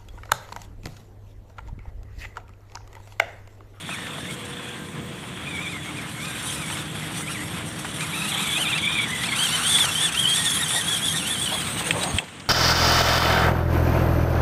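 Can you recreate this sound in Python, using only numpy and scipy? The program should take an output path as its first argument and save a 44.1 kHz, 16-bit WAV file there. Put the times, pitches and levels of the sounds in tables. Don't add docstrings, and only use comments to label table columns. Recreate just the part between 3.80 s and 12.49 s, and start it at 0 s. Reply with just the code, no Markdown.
import sys
import numpy as np
from scipy import signal
from scipy.fft import rfft, irfft, next_fast_len
from scipy.io import wavfile
from scipy.ndimage import uniform_filter1d

SR = 44100
rng = np.random.default_rng(int(sys.argv[2]) if len(sys.argv) > 2 else 0)


def wrap_up_sound(samples):
    columns = np.atleast_2d(samples).T
    tamed = np.clip(columns, -1, 1)
    steps = np.round(tamed * 32767).astype(np.int16)
    wavfile.write(sys.argv[1], SR, steps)


def makeup_ratio(level_db):
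    decades = np.asarray(level_db, float) / 20
    return 10 ** decades


N = 383219

# [t/s, f/Hz]
THROTTLE = [(.16, 1850), (.38, 1680), (.6, 1720), (1.6, 2000), (1.74, 2250), (2.05, 2100), (2.4, 2200),
            (2.9, 2280), (3.0, 2050), (4.28, 2050), (4.36, 2380), (4.7, 2250), (5.2, 2250), (5.4, 1900),
            (5.535, 2150), (5.595, 3010), (6.4, 3250), (7.8, 3200)]
# [t/s, change/Hz, half
# length/s]
LURCHES = [(.118, 720, .06), (.51, 500, .075), (1.689, 330, .06), (1.834, 250, .055),
           (1.904, 320, .04), (1.994, -180, .04), (2.078, 100, .04), (2.177, 340, .03),
           (2.47, 300, .08), (2.56, 250, .06), (2.62, 400, .06), (2.7, 1000, .09), (2.8, 260, .045),
           (2.93, 850, .03), (3.375, 830, .055), (3.518, 800, .06), (3.595, -200, .04),
           (4.225, 450, .04), (4.368, 240, .04), (4.41, 140, .09), (4.9, 130, .09), (4.444, 200, .04),
           (4.49, 580, .035), (4.545, -200, .03), (4.618, 330, .04), (4.77, 250, .05),
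           (4.818, 850, .05), (4.905, 420, .03), (4.966, 410, .035), (5.005, -150, .03),
           (5.129, 210, .1), (5.235, 130, .03), (5.285, -290, .035), (5.465, 620, .04),
           (5.632, 201, 0.042), (5.695, -330, 0.044), (5.8, -380, 0.053), (5.92, 450.5, .075),
                (6.0, 379, 0.059), (6.105, -480, 0.069), (6.238, 349.5, .045), (6.31, -830, 0.042),
                (6.35, -500, .04), (6.455, -180, .04), (6.58, 270, 0.051), (6.664, 400.5, .035),
                (6.728, 180, 0.029), (6.824, 551, 0.039), (6.87, -130, .03), (6.93, 379.5, .05),
                (6.98, 480, 0.046), (7.036, -140, 0.039), (7.105, 169.5, 0.059), (7.259, 281, 0.042),
                (7.361, 519.5, .045), (7.435, -500, 0.059), (7.526, 311, 0.039), (7.573, -140, .03),
                (7.63, 218.5, .04), (7.689, -320, 0.041), (7.75, 200, .045), (7.88, -950, .065),
                (7.96, -350, .07), (8.04, -650, 0.062)]
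# [from/s, to/s, whine level/dB]
TEETH_PRESSED = [(.09, 0.169, -35), (.15, .285, -41), (.39, 0.534, -40.5), (.68, 0.995, -53),
                 (1.66, 2.02, -36), (2.048, 2.119, -38), (2.142, 2.22, -39), (2.357, 2.533, -38.5),
                 (2.52, 2.597, -43), (2.583, 2.792, -45.5), (2.77, 2.849, -40.5), (2.827, 2.984, -41.5),
                 (3.213, 3.253, -34), (3.34, 3.403, -46), (3.422, 3.47, -38), (3.46, 3.66, -37),
                 (4.19, 4.27, -35.5), (4.32, 4.556, -34.5), (4.551, 4.764, -36), (4.745, 5.008, -28),
                 (5.017, 5.27, -27.5), (5.252, 5.332, -31), (5.31, 5.364, -27), (5.34, 5.45, -33),
                 (5.43, 5.49, -29.5), (5.475, 5.513, -27), (5.51, 5.561, -25.5), (5.544, 5.598, -28),
                 (5.58, 5.681, -27), (5.659, 5.73, -28), (5.706, 5.786, -29), (5.756, 5.9, -34.5),
                 (5.892, 5.997, -27.5), (5.99, 6.079, -27.5), (6.058, 6.125, -29), (6.143, 6.283, -30),
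                 (6.26, 6.323, -34), (6.338, 6.399, -29), (6.382, 6.564, -27.5), (6.57, 6.617, -30),
                 (6.65, 6.709, -31), (6.688, 6.753, -37.5), (6.743, 6.799, -31.5), (6.804, 6.863, -29),
                 (6.85, 6.914, -34), (6.898, 7.012, -35), (7.001, 7.073, -42), (7.062, 7.195, -34.5),
                 (7.211, 7.34, -35), (7.344, 7.406, -35), (7.388, 7.5, -33.5), (7.488, 7.56, -36.5),
                 (7.54, 7.622, -40), (7.603, 7.666, -36), (7.649, 7.734, -33), (7.715, 7.844, -37),
                 (7.82, 7.9, -38), (7.891, 8.05, -43.5), (8.035, 8.092, -33)]
# [f/Hz, level/dB]
WHINE_PATH = [(1700, -5), (2200, 0), (2550, -1), (2800, -4), (3150, 5), (3450, 6), (3800, 2)]
# [t/s, gear hiss level/dB, gearbox level over #
# the hiss/dB]
NEARNESS = [(.1, -43, 4), (.94, -48, 0), (1.15, -53.5, 3), (1.86, -44, 8), (2.35, -43.5, -5),
            (2.46, -40, -13), (2.98, -36.5, -10), (3.1, -41, 1), (3.56, -38, -15), (3.85, -41, -23),
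            (4.5, -33.5, 8.5), (5.08, -37.5, 14.5), (5.5, -36, 8), (5.6, -27, 1.5), (7.75, -31, -5),
            (8.38, -34, -6.5), (8.45, -55, 4), (8.69, -67, 0)]
# [t/s, level/dB, half length/s]
HISS_SWELLS = [(0, -4.5, 0.21), (4.79, 1, 0.06), (5.96, 2.5, 0.18), (6.29, -0.5, .04), (6.61, 1, 0.11),
               (7.53, -2, 0.028), (7.89, 2, 0.064), (8.05, 5, 0.13), (8.13, -3.5, 0.086), (8.23, 4.5, 0.038),
               (8.29, -1, .03), (8.37, 2.5, 0.034)]
# [multiple, level/dB, blur/Hz]
MULTIPLES = [(.5, -4, 90), (.62, -7, 120), (1.5, -7, 240), (2.45, -8, 350), (3, -6.5, 240), (3.5, -9, 400),
             (3.8, -9, 450)]
# [f/Hz, level/dB]
MULTIPLE_PATH = [(3900, 0.5), (4600, 1.5), (5200, -5), (7000, 1), (8000, -2.5), (11000, 3.5), (13000, -11)]
# [f/Hz, level/dB]
OCTAVE_PATH = [(4300, -32), (4900, -20), (5500, -15), (6600, -13), (7000, -17), (7600, -22)]
# [f/Hz, level/dB per Hz]
HISS_FRONT = [(2290, -25), (3900, -8), (4020, -11), (4510, -10), (5010, -16), (5500, -10), (6940, -10.5),
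              (8710, -2.5), (10300, -7.5), (15000, -27), (15700, -17)]
# [f/Hz, level/dB per Hz]
HISS_BEHIND = [(2290, -15.5), (3900, -10), (5530, -21), (6590, -14), (7150, -17.5), (8760, -2),
               (10800, -31.5), (11800, -25), (13000, -22), (15700, -32)]
# [f/Hz, width/Hz, lift/dB]
SHELL = [(1324, 210, 13), (1850, 40, 7.5), (3403, 710, 12), (5640, 300, 2), (6300, 130, 0),
         (7520, 160, 2.5), (8450, 200, 3), (9400, 180, -3.5), (9530, 240, 4.5), (11330, 310, 4)]
# [f/Hz, width/Hz, level/dB]
GEARBOX = [(3280, 410, 6.5), (3437, 31, 7), (3750, 180, -4.5)]
# [from/s, to/s, from f/Hz, to f/Hz, level/dB]
PANELS = [(.7, 0.962, 3480, 3290, -43), (.79, 0.958, 2520, 2450, -49), (2.28, 2.62, 11400, 11700, -56),
          (2.42, 2.47, 12100, 12200, -52), (2.4, 2.63, 3460, 3920, -47), (2.6, 2.774, 9400, 9600, -39),
          (3.1, 3.8, 11200, 11400, -54), (3.34, 3.44, 8700, 9000, -44), (3.35, 3.45, 14800, 15100, -58),
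          (4.1, 4.5, 9650, 9540, -47), (4.28, 4.88, 11300, 11600, -48), (4.35, 4.75, 13500, 13200, -56),
          (0, 0.503, 3550, 3510, -45), (4.3, 4.648, 3760, 3900, -39.5), (5.42, 5.56, 4250, 4400, -41),
          (5.56, 5.92, 4550, 4320, -40), (5.8, 6.3, 5610, 5570, -43.5), (5.551, 6.12, 1500, 1450, -42.5),
          (6.3, 7.05, 1850, 1850, -43), (5.85, 5.995, 8300, 9000, -25.5), (6.213, 6.268, 8700, 8800, -38),
          (6.35, 6.5, 10900, 11400, -44), (6.451, 6.599, 9500, 10480, -41), (6.491, 6.678, 8000, 8870, -34),
          (6.699, 6.83, 10000, 9900, -31), (6.89, 7.0, 8560, 9200, -33), (6.88, 6.998, 10200, 11200, -38),
          (6.9, 7.0, 7230, 7600, -38), (7.019, 7.122, 9400, 9900, -36), (7.2, 7.357, 10060, 11200, -37),
          (7.46, 7.56, 8900, 8600, -38), (7.46, 7.56, 10100, 10600, -35)]
# [from/s, to/s, f/Hz, level/dB]
GEAR_TONES = [(.78, 1.053, 1590, -49), (2.617, 2.698, 1500, -46), (3.35, 3.427, 5910, -46),
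              (2.45, 2.582, 1588, -47), (5.701, 5.832, 1498, -39), (5.901, 5.979, 1720, -38),
              (6.22, 6.27, 1800, -36), (6.9, 6.948, 1850, -38), (7.49, 7.54, 1795, -37.5),
              (7.9, 8.001, 3480, -47), (6.42, 6.501, 1900, -41), (6.55, 6.688, 1820, -34),
              (6.792, 6.839, 1867, -28.5), (6.948, 7.01, 1880, -30), (7.329, 7.38, 1850, -35),
              (8.203, 8.243, 3800, -37), (8.26, 8.32, 6600, -39)]
# [t/s, level/dB]
SERVO = [
    [(7.6, -56), (7.728, -45), (8.35, -61)],
]
# [f/Hz, level/dB per Hz]
SOIL = [(210, -14), (350, -15), (394, -8.5), (493, -8.5), (585, -15.5), (724, -4), (1610, -1.5),
        (2220, -2.5), (3410, -5), (4500, -17.5), (5850, -27), (9900, -120)]
# [from/s, to/s, extra level/dB]
LOOSE_SOIL = (4.4, 6.34, 2.74)
# [from/s, to/s, level/dB, f/Hz, half width/Hz]
SCRAPE = (8, 8.5, -41, 691, 398)
# [t/s, peak level/dB, f/Hz]
CLODS = [(0.089, -13.5, 824), (0.184, -15, 1290), (0.267, -16, 2000), (0.382, -16, 1000),
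         (0.794, -17.5, 1170), (1.89, -27, 2530), (2.451, -14, 2470), (2.509, -29, 1606),
         (2.899, -11, 1500), (2.969, -13, 1268), (3.152, -14, 900), (3.791, -29, 2540), (3.989, -21, 1410),
         (4.046, -9, 1240), (4.207, -11.5, 2400), (4.977, -8, 2380), (5.433, -8, 2320), (5.983, -3.5, 1850),
         (6.039, -6.5, 1180), (6.083, -15, 2773), (6.345, -9, 2880), (6.566, -6, 2900),
         (6.904, -11.5, 1820), (7.809, -9.5, 2350), (7.991, -13, 2766), (8.007, -11, 754),
         (8.233, -8, 2490), (8.438, -23, 2590), (8.481, -22, 1850), (8.598, -18.5, 2600)]
# [t/s, peak level/dB]
GRIT_CRACKS = [
    (0.5871, -32),
    (2.4488, -25),
    (2.9627, -24),
    (5.4321, -18),
    (5.5864, -17),
    (5.9833, -10),
    (6.5656, -13),
    (7.9994, -21),
]
# [t/s, peak level/dB]
SNAPS = [
    (8.108, -3),
    (8.385, -3.5),
]
# [f/Hz, level/dB, time to fall 60 dB/s]
STALK = [(2650, -2.5, 0.041), (3170, 7.5, 0.011), (4980, -18, 0.023), (5560, -31, 0.022), (7700, -11, 0.03),
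         (8200, -6, 0.02)]
# [t/s, peak level/dB, f/Hz]
KNOCKS = [
    (4.551, -28, 740),
    (4.8, -27, 648.5),
    (6.96, -25.5, 690),
    (7.74, -22, 709.3),
    (8.09, -24, 445),
    (8.26, -21.5, 653),
]
# [t/s, peak level/dB, f/Hz, time to fall 60 dB/s]
STAND_BUMP = (8.339, -15, 82, .12)
# [t/s, level/dB]
DRONE = [
    (0.0, -43),
    (0.02, -37),
    (2.76, -37),
    (2.95, -35),
    (6.41, -37),
    (8.3, -33),
    (8.35, -30.5),
    (8.42, -43),
    (8.69, -41.5),
]
# [f/Hz, level/dB per Hz]
RUMBLE = [(15, -58), (25, -22), (37, -32), (52, -13.5), (75, -3.5), (156, 3), (259, -5), (306, -4.5),
          (395, -12.5), (494, -11), (574, -14), (687, -14.5), (900, -29), (1170, -25), (1980, -120)]
# [from f/Hz, to f/Hz, level/dB, from/s, to/s]
ENGINE_TONES = [(356, 366, -52, 0.526, 1.7), (417, 710, -72, 0.23, 1), (483, 486, -50.5, 0.15, 1.52),
                (557, 420, -56, 0.088, 1.3), (299, 312, -47.5, 1.46, 5.2), (155.4, 166, -43.5, 2.28, 8.4),
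                (209.5, 150, -49, 1.1, 2.4), (193.4, 240, -45, 4.3, 6.1), (1031, 1012, -56.5, 0.32, 6.36)]
# [f/Hz, level/dB per Hz]
INSECTS = [(9000, -30), (10500, -11), (11600, -9), (13000, 2), (15500, -8)]
# [f/Hz, level/dB per Hz]
AIR = [(180, -41), (300, 4), (710, 4.5), (1250, -35), (2670, -9), (2950, -51), (5440, -5.5), (8790, 4),
       (15700, -60)]

TEETH = 12
IDLE_DB, BITE_S = -68, .022
SLIP_DB_PER_KHZ = 5.5
CRUSH_DB, CRUSH_GROWS = -36.5, 0.34
CASE_HZ, CASE_WIDTH_HZ, CASE_FEEDS = 3450, 400, .7


def unit(x):
    return x / np.sqrt(np.mean(np.abs(x) ** 2) + 1e-20)


def along(points, hz):
    f, v = np.transpose(points)
    return np.interp(np.log(hz + 1), np.log(f + 1), v)


def curves(rows, round_s=.01):
    s, *cols = np.transpose(rows)
    t = np.arange(N) / SR
    return [uniform_filter1d(np.interp(t, s, c), int(round_s * SR)) for c in cols]


def wobble(rate):
    place = np.arange(N) * rate / SR
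    knot = place.astype(int)
    knots = rng.standard_normal(int(place[-1]) + 2)
    share = place - knot
    eased = share * share * (3 - 2 * share)
    return unit(knots[knot] + eased * np.diff(knots)[knot])


def gate(start, end, edge_s):
    t = np.arange(N) / SR
    return np.clip(np.minimum(t - start, end - t) / edge_s, 0, 1)


def bumps(rows):
    out = np.zeros(N)
    for s, height, half_s in rows:
        u = np.arange(-1, 1, 1 / (half_s * SR))
        u = u[round(max(half_s - s, 0) * SR):]
        add(out, max(s - half_s, 0), height * np.cos(np.pi * u / 2) ** 2)
    return out


def noise():
    return rng.standard_normal(N)


def filtered(x, response):
    m = next_fast_len(N + 8192)
    spectrum = rfft(x, m) * response(np.fft.rfftfreq(m, 1 / SR))
    return unit(irfft(spectrum, m)[:N])


def shaped(x, points):
    return filtered(x, lambda f: makeup_ratio(along(points, f)))


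def around(f, hz, width):
    return 1 / (1 + ((f - hz) / width) ** 4)


def resonance(f, hz, width):
    return 1 / (1 + ((f - hz) / width * 2) ** 2)


def patchy(patchy_db):
    z = signal.stft(rng.standard_normal(N + 512), nperseg=256)[2]
    field = uniform_filter1d(rng.standard_normal(z.shape), size=2, axis=0)
    field = uniform_filter1d(field, size=16, axis=1)
    return signal.istft(z * makeup_ratio(patchy_db * unit(field)), nperseg=256)[1][:N]


def add(out, s, sound):
    part = out[round(s * SR):][:len(sound)]
    part += sound[:len(part)]


def whine(hz, db, shake, flutter_db):
    phase = 2 * np.pi * np.cumsum(hz) / SR
    size = makeup_ratio(db + flutter_db * wobble(140))
    return np.sqrt(2) * size * np.sin(phase + shake * wobble(300)), phase


def motion():
    lurch = bumps(LURCHES)
    hz = curves(THROTTLE)[0] + lurch
    pressed_db = np.max([(db - IDLE_DB) * gate(start - BITE_S / 2, end, BITE_S)
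                         for start, end, db in TEETH_PRESSED], axis=0)
    whine_db = IDLE_DB + pressed_db + along(WHINE_PATH, hz)
    hiss_db, ring_db = curves(NEARNESS)
    hiss_db = hiss_db + SLIP_DB_PER_KHZ * lurch / 1000 + bumps(HISS_SWELLS)
    return hz, whine_db, hiss_db, ring_db


def shell_lift(f):
    return sum(lift_db * resonance(f, hz, width) for hz, width, lift_db in SHELL)


def tooth_multiples(hz, phase, db, hiss_db, ring_db, turning):
    out = np.zeros(N)
    for k, rel_db, blur in MULTIPLES:
        radiated_db = np.maximum(along(HISS_FRONT, k * hz), -14) + shell_lift(k * hz)
        in_case = around(k * hz, CASE_HZ, CASE_WIDTH_HZ)
        radiated_db = radiated_db + CASE_FEEDS * np.maximum(ring_db + 4.0, 0) * in_case
        path_db = along(MULTIPLE_PATH, k * hz) + 1.2 * wobble(18)
        level = makeup_ratio(.3 * db + .7 * hiss_db + rel_db + radiated_db + path_db)
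        blurred = wobble(blur) * np.sin(k * phase) + wobble(blur) * np.cos(k * phase)
        out += turning * level * blurred
    return out


def tooth_octave(hz, db, hiss_db):
    meshing = np.clip((db - hiss_db + 19) / 8, 0, 1)
    passing_db = -8 * gate(7.35, 9.5, edge_s=.3)
    octave_db = hiss_db + along(OCTAVE_PATH, 2 * hz) + 2.5 * wobble(22) + passing_db
    return meshing * whine(2 * hz, octave_db, shake=1.1, flutter_db=3.5)[0]


def gear_hiss(phase, chatter_db):
    turn = 1 + 0.12 * np.cos(phase / TEETH + 2.1 * wobble(40))
    rattle = patchy(patchy_db=3.0) * turn * makeup_ratio(chatter_db)
    passed = gate(7.5, 9.5, edge_s=0.44)
    front = filtered(rattle, lambda f: makeup_ratio(along(HISS_FRONT, f) + shell_lift(f)))
    return (1 - passed) * front + passed * shaped(rattle, HISS_BEHIND)


def gearbox_ring(chatter_db):
    def case(f):
        return sum(makeup_ratio(db) * resonance(f, hz, width) for hz, width, db in GEARBOX)
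    return filtered(patchy(patchy_db=2) * makeup_ratio(.6 * chatter_db), case)


def gears():
    hz, db, hiss_db, ring_db = motion()
    hz = hz * (1 + .004 * wobble(45) + .006 * wobble(130))
    grip_db = 1.2 + 2.4 * np.clip(wobble(70), -1.8, .5)
    tone, phase = whine(hz, db + grip_db, shake=.7, flutter_db=2.8)
    turning = np.clip((db - hiss_db + 14) / 8, 0, 1)
    tone = tone + tooth_multiples(hz, phase, db, hiss_db, ring_db, turning)
    tone = tone + tooth_octave(hz, db, hiss_db)
    chatter_db = 1.6 * wobble(55) + 1.1 * wobble(110)
    crowd_db = -16 * around(hz, 3400, 600) * turning
    crowd_db = crowd_db - turning * (3 + 7 * (1 - around(1.5 * hz, CASE_HZ, CASE_WIDTH_HZ)))
    hiss = makeup_ratio(hiss_db + 0.2) * gear_hiss(phase, chatter_db)
    return tone + hiss + makeup_ratio(hiss_db + ring_db + crowd_db - 3.0) * gearbox_ring(chatter_db)


def panels():
    out, t = np.zeros(N), np.arange(N) / SR
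    shimmer = wobble(400), wobble(400)
    for start, end, from_hz, to_hz, db in PANELS:
        near = slice(round(start * SR), round(end * SR))
        hz = np.interp(t[near], [start, end], [from_hz, to_hz])
        phase = 2 * np.pi * np.cumsum(hz) / SR
        shift = rng.integers(N // 2)
        a, b = (w[shift:][:len(phase)] for w in shimmer)
        level = makeup_ratio(db) * gate(start, end, edge_s=0.02)[near]
        out[near] += level * (a * np.sin(phase) + b * np.cos(phase))
    return out


def gear_tones():
    hz, size = np.full(N, 1800.), np.zeros(N)
    for start, end, tone_hz, db in GEAR_TONES:
        hz[round(start * SR):round(end * SR)] = tone_hz
        size += makeup_ratio(db) * gate(start, end, edge_s=0.011)
    return size * whine(hz * (1 + .01 * wobble(25)), 0, shake=.5, flutter_db=2.5)[0]


def steering_servo():
    (db,) = curves([(7.5, -90)] + list(SERVO[0]) + [(8.4, -94)])
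    return makeup_ratio(db - 3.0) * filtered(noise(), lambda f: around(f, 13400, 350))


def tyres():
    soft_from, soft_to, soft_db = LOOSE_SOIL
    crush_db = CRUSH_DB + CRUSH_GROWS * (motion()[2] + 34)
    crush_db = crush_db + soft_db * gate(soft_from, soft_to, edge_s=0.12)
    lands = rng.random(N) < 900 / SR
    grain_db = np.minimum(5 * rng.exponential(size=N), 14)
    grit = lands * makeup_ratio(grain_db) * noise()
    crush = patchy(patchy_db=2.0) * makeup_ratio(1.26 * wobble(18)) + 0.5 * unit(grit)
    start, end, db, hz, width = SCRAPE
    scrape = filtered(crush, lambda f: around(f, hz, width))
    scrape = makeup_ratio(db + 5.9 * wobble(21)) * gate(start, end, edge_s=0.14) * scrape
    return makeup_ratio(crush_db + 1.5) * shaped(crush, SOIL) + scrape


def hit_time():
    return np.arange(SR // 8) / SR


def band(lo_hz, hi_hz):
    b, a = signal.butter(2, [lo_hz, hi_hz], "band", fs=SR)
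    return unit(signal.lfilter(b, a, rng.standard_normal(SR // 8)))


def clods():
    out, t = np.zeros(N), hit_time()
    for s, db, hz in CLODS:
        crumble = makeup_ratio(db - 8 - 60 * t / .035) * (1 - np.exp(-t / .0035))
        add(out, s, crumble * (band(hz / 1.8, hz * 1.8) + .07 * band(5000, 11000)))
    for s, db in GRIT_CRACKS:
        add(out, s, makeup_ratio(db - 12 - 60 * t / 0.011) * band(2000, 9500))
    return out


def stalks():
    out, t = np.zeros(N), hit_time()
    for s, db in SNAPS:
        ring = sum(makeup_ratio(g - 60 * t / life) * np.sin(2 * np.pi * hz * t) for hz, g, life in STALK)
        burst = makeup_ratio(-60 * t / 0.022) * band(1850, 2900)
        add(out, s, makeup_ratio(db) * (1 - np.exp(-t / 0.0004)) * (0.39 * ring + 0.38 * burst))
    return out


def chassis_knocks():
    out, t = np.zeros(N), hit_time()
    for s, db, hz in KNOCKS:
        swell = t / 0.018 * np.exp(1 - t / 0.022)
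        add(out, s - .03, makeup_ratio(db - 11.0) * swell * band(hz / 1.13, hz * 1.39))
    return out


def stand_bump():
    out, t = np.zeros(N), hit_time()
    s, db, hz, t60 = STAND_BUMP
    add(out, s, -makeup_ratio(db - 60 * t / t60) * np.sin(2 * np.pi * hz * t * (1 + 3 * t)))
    return out


def far_engine():
    (db,) = curves(DRONE)
    out = makeup_ratio(db + 0.9 * wobble(13)) * shaped(noise(), RUMBLE)
    for from_hz, to_hz, tone_db, start, end in ENGINE_TONES:
        hz = np.interp(np.arange(N) / SR, [start, end], [from_hz, to_hz])
        tone = np.sin(2 * np.pi * np.cumsum(hz) / SR + 1.17 * wobble(8))
        level = makeup_ratio(tone_db + 4.0 + 1.0 * wobble(11))
        out = out + gate(start, end, edge_s=0.15) * level * tone
    return out


def outdoors():
    chirr = makeup_ratio(-63) * (.5 + .5 * gate(-1, 8.4, edge_s=.05)) * shaped(patchy(patchy_db=5.0), INSECTS)
    return chirr + makeup_ratio(-51.0) * shaped(noise(), AIR)


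def scene():
    trucks = gears() + panels() + gear_tones() + steering_servo()
    ground = tyres() + clods() + stalks() + chassis_knocks() + stand_bump()
    return (trucks + ground + far_engine() + outdoors())[None]


def top_cut(x):
    return signal.sosfilt(signal.butter(12, 15520, fs=SR, output="sos"), x)


def record(dry):
    no_bass = signal.butter(3, 42, "high", fs=SR, output="sos")
    no_top = signal.ellip(10, .5, 70, 15500, fs=SR, output="sos")
    mix = signal.sosfilt(no_top, signal.sosfilt(no_bass, dry))
    return top_cut(mix)


dry = scene()
out = record(dry)
wrap_up_sound(out)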